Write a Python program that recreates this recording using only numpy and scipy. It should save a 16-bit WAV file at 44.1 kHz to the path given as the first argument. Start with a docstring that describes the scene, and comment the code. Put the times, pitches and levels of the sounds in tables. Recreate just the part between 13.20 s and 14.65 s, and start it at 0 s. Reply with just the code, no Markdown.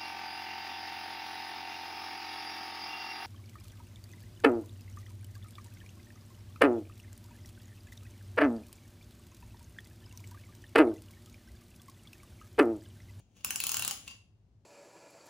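"""A table in a bare, quiet room with a low hum, a stereo pair of microphones close by.
A small plastic pull-back toy is drawn across the top: its ratchet snaps fifteen times, faster and then
easing off. Each snap rings the hollow shell and knocks the chassis, over faint gear chatter, wheel
rumble and soft thuds in the table. The fingers let go with two light taps and the spring rings."""
import sys
import numpy as np
from scipy import signal
from scipy.fft import rfft, irfft, next_fast_len
from scipy.io import wavfile

SR = 44100
rng = np.random.default_rng(int(sys.argv[2]) if len(sys.argv) > 2 else 0)


def unload_audio(sound):
    """Save the sound as a 16-bit wav file, at the path given as the first command line argument."""
    columns = np.transpose(np.atleast_2d(sound))
    # keep every value between -1 and 1, then stretch to whole-number steps
    steps = np.round(np.clip(columns, -1, 1) * 32767)
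    wavfile.write(sys.argv[1], SR, steps.astype(np.int16))


N = 63945

# room tone spectrum: f/Hz, level/dB
ROOM_TONE = [(15, -50.5), (25, -24), (55, -3), (100, -4), (150, -12), (210, -14), (300, -20), (420, -25.5),
             (750, -31), (1400, -40.5), (6000, -46), (10000, -56.5), (15000, -63)]
ROOM_TONE_DB, HUM_HZ, HUM_DB = -65, 95.7, -73
# likeness of room tone and rumble at the two microphones: f/Hz, correlation
COHERENCE = [(60, .95), (250, 0.92), (600, 0.74), (2000, 0.11)]

# level of gear chatter and wheel rumble, a faint fading tail at the start, then the pull: t/s, level/dB
ROLLING_LEVEL = [(0, -19.5), (.03, -42.5), (0.141, -35.5), (0.168, -19.5), (.235, -26), (0.269, -6),
                 (.37, -10), (.42, -5.5), (.55, -2), (.64, -3.5), (0.712, -3), (.75, -14.5), (0.949, -20.5),
                 (1.0, -53.5)]
# gear chatter spectrum: f/Hz, level/dB
GEARS = [(300, -12), (1100, -7), (1900, -6), (2800, 3), (3300, 1.5), (3900, -4), (5000, -8), (6700, 2),
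         (8400, -6), (10500, -11.5), (13300, -16), (15300, -12.5)]
# spectrum of wheels on the table: f/Hz, level/dB
WHEELS = [(25, -24.5), (60, 2), (100, -6.5), (160, -5), (230, -3), (380, -14), (700, -16.5), (1500, -32.5),
          (4000, -48)]
GEAR_DB, TEETH_PER_S, WHEEL_DB = -47, 900, -55.5

# fingers gripping and letting go: t/s, level/dB
TAPS = [(0.167, -56), (0.2059, -53), (0.8763, -32), (0.9089, -42.5)]
# spectrum of a tap on the body: f/Hz, level/dB
TAP_COLOUR = [(200, -6.5), (600, -19.5), (1100, -1.5), (1900, -4.5), (2800, 4.5), (3600, -0.5),
              (4250, -3.5), (4700, 2.5), (5300, -8.5), (6700, 1.5), (10000, -7), (15500, -10.5)]
TAP_DB, TAP_RISE_S, TAP_RING_DB = -7.5, 0.0025, -10.5
BRUSH_DB, BRUSH_S = -14.5, 0.01
# spring modes: multiple of SPRING_HZ, level/dB
SPRING_MODES = [(0.999, 5), (1.015, -7), (1.077, -7), (1.68, 1), (1.72, -8.5), (1.76, -9)]
SPRING_HZ, SPRING_DB, SPRING_T60_S = 2765, -23.5, 0.24

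# bumps through the table top: t/s, level/dB
BUMPS = [(.245, -54), (.37, -56.5), (0.577, -48), (.61, -45.5), (0.948, -54.5), (1.105, -54.5),
         (1.344, -57.5)]

# ratchet snaps: t/s, snap level/dB, knock level/dB, ring level/dB, shell f/Hz
SNAPS = [(0.2461, -19.3, -46, -36, 2720), (0.3058, -18.5, -46, -39, 2740), (0.3581, -20.4, -49, -38, 2670),
         (0.4017, -20.7, -50, -33, 2670), (0.4375, -20.5, -44, -36, 2640), (0.4672, -19.2, -44, -43, 2830),
         (0.492, -20.2, -44, -41, 2790), (0.5169, -20.1, -43, -37, 2740), (0.5427, -19.4, -41, -36, 2910),
         (0.5679, -18.8, -44, -37, 2810), (0.594, -22.0, -44, -33, 2750), (0.6223, -22.0, -47, -32, 2790),
         (0.6481, -22.0, -42, -39, 2930), (0.6774, -19.9, -44, -38, 2860), (0.7094, -21.2, -43, -41, 3030)]
# spectrum of the pawl's snap: f/Hz, level/dB
SNAP_COLOUR = [(150, -22), (500, -23), (1200, -14), (1450, -7.5), (1950, -16), (3000, -2.5), (3800, -12),
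               (4900, -5.5), (5700, -7), (7200, 3.5), (9500, -3), (11500, -2.5), (13300, -6), (15300, 1.5),
               (16200, -14)]
SNAP_DB, SNAP_RISE_S, SNAP_T60_S = -2, 0.0013, 0.0066
CLIMB_DB, CLIMB_S, SLIDE_DB, SLIDE_T60_S = -20.5, 0.003, -21, 0.075
# chassis modes: f/Hz, level/dB, T60/s
CHASSIS_MODES = [(864, -6, 0.041), (1080, 1, 0.02), (1458, 1, .016)]
# hollow shell modes: multiple of the shell pitch, level/dB, T60/s
SHELL_MODES = [(1, 2, 0.021), (.95, -26, .01), (1.08, -5.5, .01)]
KNOCK_DB, RING_DB = 1, 3.5

# the gearbox whirr's two swells: t/s, level/dB
WHIRR_SWELLS = [(0.382, -73), (0.406, -45), (0.439, -48.5), (0.471, -55), (0.601, -61.5), (0.634, -47),
                (.665, -45), (0.699, -69.5), (.75, -110)]
# gearbox resonance near 4 kHz: f/Hz, level/dB
WHIRR_COLOUR = [(2500, -42), (3500, -5.5), (3850, -2.5), (4250, -0.5), (4700, -9), (6500, -34)]

# decay of the room's tail: f/Hz, T60/s
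ROOM_T60 = [(200, 0.32), (1000, 0.34), (2800, 0.4), (7000, 0.35), (11000, 0.37), (15500, 0.25)]
# spectrum of the room's tail: f/Hz, level/dB
ROOM_COLOUR = [(200, 2.5), (1000, 6), (2800, -1), (5000, 4), (7000, 1.5), (8400, -10), (10500, 3),
               (13300, -11), (15300, 1.5)]
ROOM_DB, ROOM_RISE_S, ROOM_LEFT_DB, RUMBLE_LEFT_DB = -2.5, 0.0039, 1, 1.64
# echoes off nearby surfaces: delay t/s, level/dB
ECHOES = [(.0037, -13.5), (.0056, -14.5), (0.0127, -25.5)]
# gain at the left microphone and equal loss at the right: f/Hz, level/dB
LEFT_GAIN = [(300, 5), (1200, 1.5), (2800, .8), (5000, 3.6), (7000, 1.5), (8400, -1), (10000, -0.5),
             (15000, 0)]
# lag of the left microphone behind the right: f/Hz, t/s
LEFT_LAG = [(1400, 0), (2700, -.00004), (5000, -.00004), (8000, .00007), (12000, .0001), (15300, .000125)]
LOW_CUT_HZ, HIGH_CUT_HZ = 32.8, 16400

TIME = np.arange(N) / SR
SIDES = np.array([[1], [-1]])  # left, right


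def amp(db):
    """Decibels to gain."""
    return 10 ** (np.asarray(db) / 20)


def unit(x):
    """Scale to rms 1."""
    return x / np.sqrt(np.mean(x ** 2) + 1e-20)


def along(points, hz):
    """(f/Hz, value) points read on a log axis."""
    f, values = np.transpose(points)
    return np.interp(np.log(hz + 1), np.log(f + 1), values)


def filtered(x, response):
    """x times a complex response of frequency."""
    size = next_fast_len(N + SR // 2)
    return irfft(rfft(x, size) * response(np.fft.rfftfreq(size, 1 / SR)), size)[..., :N]


def coloured(x, spectrum, size=1024):
    """x through a causal filter of unit energy with the given spectrum."""
    cepstrum = irfft(np.log(amp(along(spectrum, np.fft.rfftfreq(size, 1 / SR)))))
    cepstrum[1:size // 2] *= 2  # fold to minimum phase
    cepstrum[size // 2 + 1:] = 0
    kernel = irfft(np.exp(rfft(cepstrum)))
    return signal.fftconvolve(x, kernel / np.linalg.norm(kernel))[:N]


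def since(start):
    """Seconds since start at every sample, 0 before it."""
    return np.maximum(TIME - start, 0)


def swell(t, rise_s, t60):
    """A quick rise, then an even decay."""
    return np.minimum(t / rise_s, 1) ** 2 * np.exp(-np.log(1000) * np.maximum(t - rise_s, 0) / t60)


def burst(envelope, spectrum):
    """A cluster of tiny contacts heard through the plastic."""
    return coloured(envelope * rng.choice([-1, 1], N), spectrum)


def mode(t, hz, t60, rise_s=SNAP_RISE_S):
    """One struck resonance."""
    return swell(t, rise_s, t60) * np.sin(2 * np.pi * hz * t)


def rumble(spectrum):
    """Stereo noise of rms 1, nearly mono in the bass and leaning left."""
    def mid_side_gains(hz):
        angle = np.arccos(np.clip(along(COHERENCE, hz), -1, 1)) / 2
        return amp(along(spectrum, hz)) * [np.cos(angle), np.sin(angle)]

    mid, side = filtered(rng.standard_normal((2, N)), mid_side_gains)
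    return unit((mid + SIDES * side) * amp(SIDES * RUMBLE_LEFT_DB))


def mic_pair(hz):
    """Level and arrival differences between the two microphones."""
    return amp(SIDES * along(LEFT_GAIN, hz)) * np.exp(-1j * np.pi * hz * SIDES * along(LEFT_LAG, hz))


def in_room(x):
    """Direct sound, near echoes and a diffuse tail at the pair; the reflections vary with each call."""
    hz, t, noise = signal.stft(rng.standard_normal((2, SR // 2)), SR, nperseg=256)
    decay = np.exp(-np.log(1000) * t / along(ROOM_T60, hz)[:, None])
    tail = signal.istft(noise * decay * amp(along(ROOM_COLOUR, hz))[:, None], SR, nperseg=256)[1]
    tail *= 1 - np.exp(-np.arange(tail.shape[1]) / SR / ROOM_RISE_S)
    diffuse = signal.fftconvolve(x[None], tail / np.linalg.norm(tail[0]), axes=1)[:, :N]
    paths = np.zeros((2, SR // 10))
    paths[:, 0] = 1
    for delay, db in ECHOES:
        arrivals = np.round(delay * SR * rng.uniform(.95, 1.05, 2)).astype(int)
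        paths[[0, 1], arrivals] += amp(db)
    near = signal.fftconvolve(x[None], paths, axes=1)[:, :N]
    return filtered(near, mic_pair) + amp(ROOM_DB + SIDES * ROOM_LEFT_DB) * diffuse


def room_tone():
    """Low room rumble with a steady hum in the centre."""
    hum = np.sin(2 * np.pi * (HUM_HZ * TIME + rng.random()))
    return amp(ROOM_TONE_DB) * rumble(ROOM_TONE) + amp(HUM_DB) * hum


def rolling():
    """Gear teeth chatter and wheels rumble: a faint tail fades at the start, then the pull swells."""
    level = amp(np.interp(TIME, *np.transpose(ROLLING_LEVEL)))
    teeth = unit(burst(rng.random(N) < TEETH_PER_S / SR, GEARS))
    wheels = amp(WHEEL_DB) * level ** 0.52 * rumble(WHEELS)  # swells less steeply than the gears
    return in_room(amp(GEAR_DB) * level * teeth) + wheels


def finger_taps():
    """A finger brushes and taps the shell, which rings briefly; the wound spring rings on."""
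    out = np.zeros(N)
    for start, db in TAPS:
        t = since(start)
        brush = amp(BRUSH_DB) * np.exp(-np.abs(TIME - start) / BRUSH_S)
        tap = burst(brush + swell(t, TAP_RISE_S, t60=0.017), TAP_COLOUR)
        shell = mode(t, SPRING_HZ, t60=0.022, rise_s=TAP_RISE_S)
        spring = sum(amp(level) * mode(t, ratio * SPRING_HZ, SPRING_T60_S / ratio ** 2, TAP_RISE_S)
                     for ratio, level in SPRING_MODES)
        out += amp(db) * (amp(TAP_DB) * tap + amp(TAP_RING_DB) * shell + amp(SPRING_DB) * spring)
    return in_room(out)


def table_thuds():
    """The table top thuds faintly under the hand."""
    return sum(amp(db) * mode(since(start), hz=106, t60=0.37, rise_s=0.0033) for start, db in BUMPS)


def ratchet():
    """The pawl scrapes up each tooth, drops with a snap and a short slide, and rings chassis and shell."""
    out = np.zeros((2, N))
    for start, snap_db, knock_db, ring_db, shell_hz in SNAPS:
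        t = since(start)
        climb = amp(CLIMB_DB) * np.exp(-np.abs(TIME - start - SNAP_RISE_S) / CLIMB_S)
        drop = swell(t, SNAP_RISE_S, SNAP_T60_S)
        slide = amp(SLIDE_DB) * swell(t, SNAP_RISE_S, SLIDE_T60_S)
        snap = burst(climb, GEARS) + burst(drop + slide, SNAP_COLOUR)
        knock = sum(amp(db) * mode(t, hz * rng.normal(1, 0.055), t60) for hz, db, t60 in CHASSIS_MODES)
        ring = sum(amp(db) * mode(t, ratio * shell_hz, t60) for ratio, db, t60 in SHELL_MODES)
        body = amp(knock_db + KNOCK_DB) * knock + amp(ring_db + RING_DB) * ring
        out += in_room(amp(snap_db + SNAP_DB) * snap + body)
    return out


def gearbox_whirr():
    """Meshing teeth excite a narrow resonance of the gearbox."""
    teeth = unit(burst(rng.random(N) < TEETH_PER_S / SR, WHIRR_COLOUR))
    swells = amp(np.interp(TIME, *np.transpose(WHIRR_SWELLS), left=-np.inf))
    return in_room(swells * teeth)


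def scene():
    """The toy, the table and the room as they reach the microphones."""
    return room_tone() + rolling() + finger_taps() + table_thuds() + ratchet() + gearbox_whirr()


def record(dry):
    """The recorder cuts the deepest bass and keeps nothing above its band limit."""
    def passband(hz):
        low_cut = 1 - 1 / (1 + (hz / LOW_CUT_HZ) ** 4)
        return low_cut / (1 + (hz / HIGH_CUT_HZ) ** 120)

    return filtered(dry, passband)


dry = scene()
out = record(dry)
unload_audio(out)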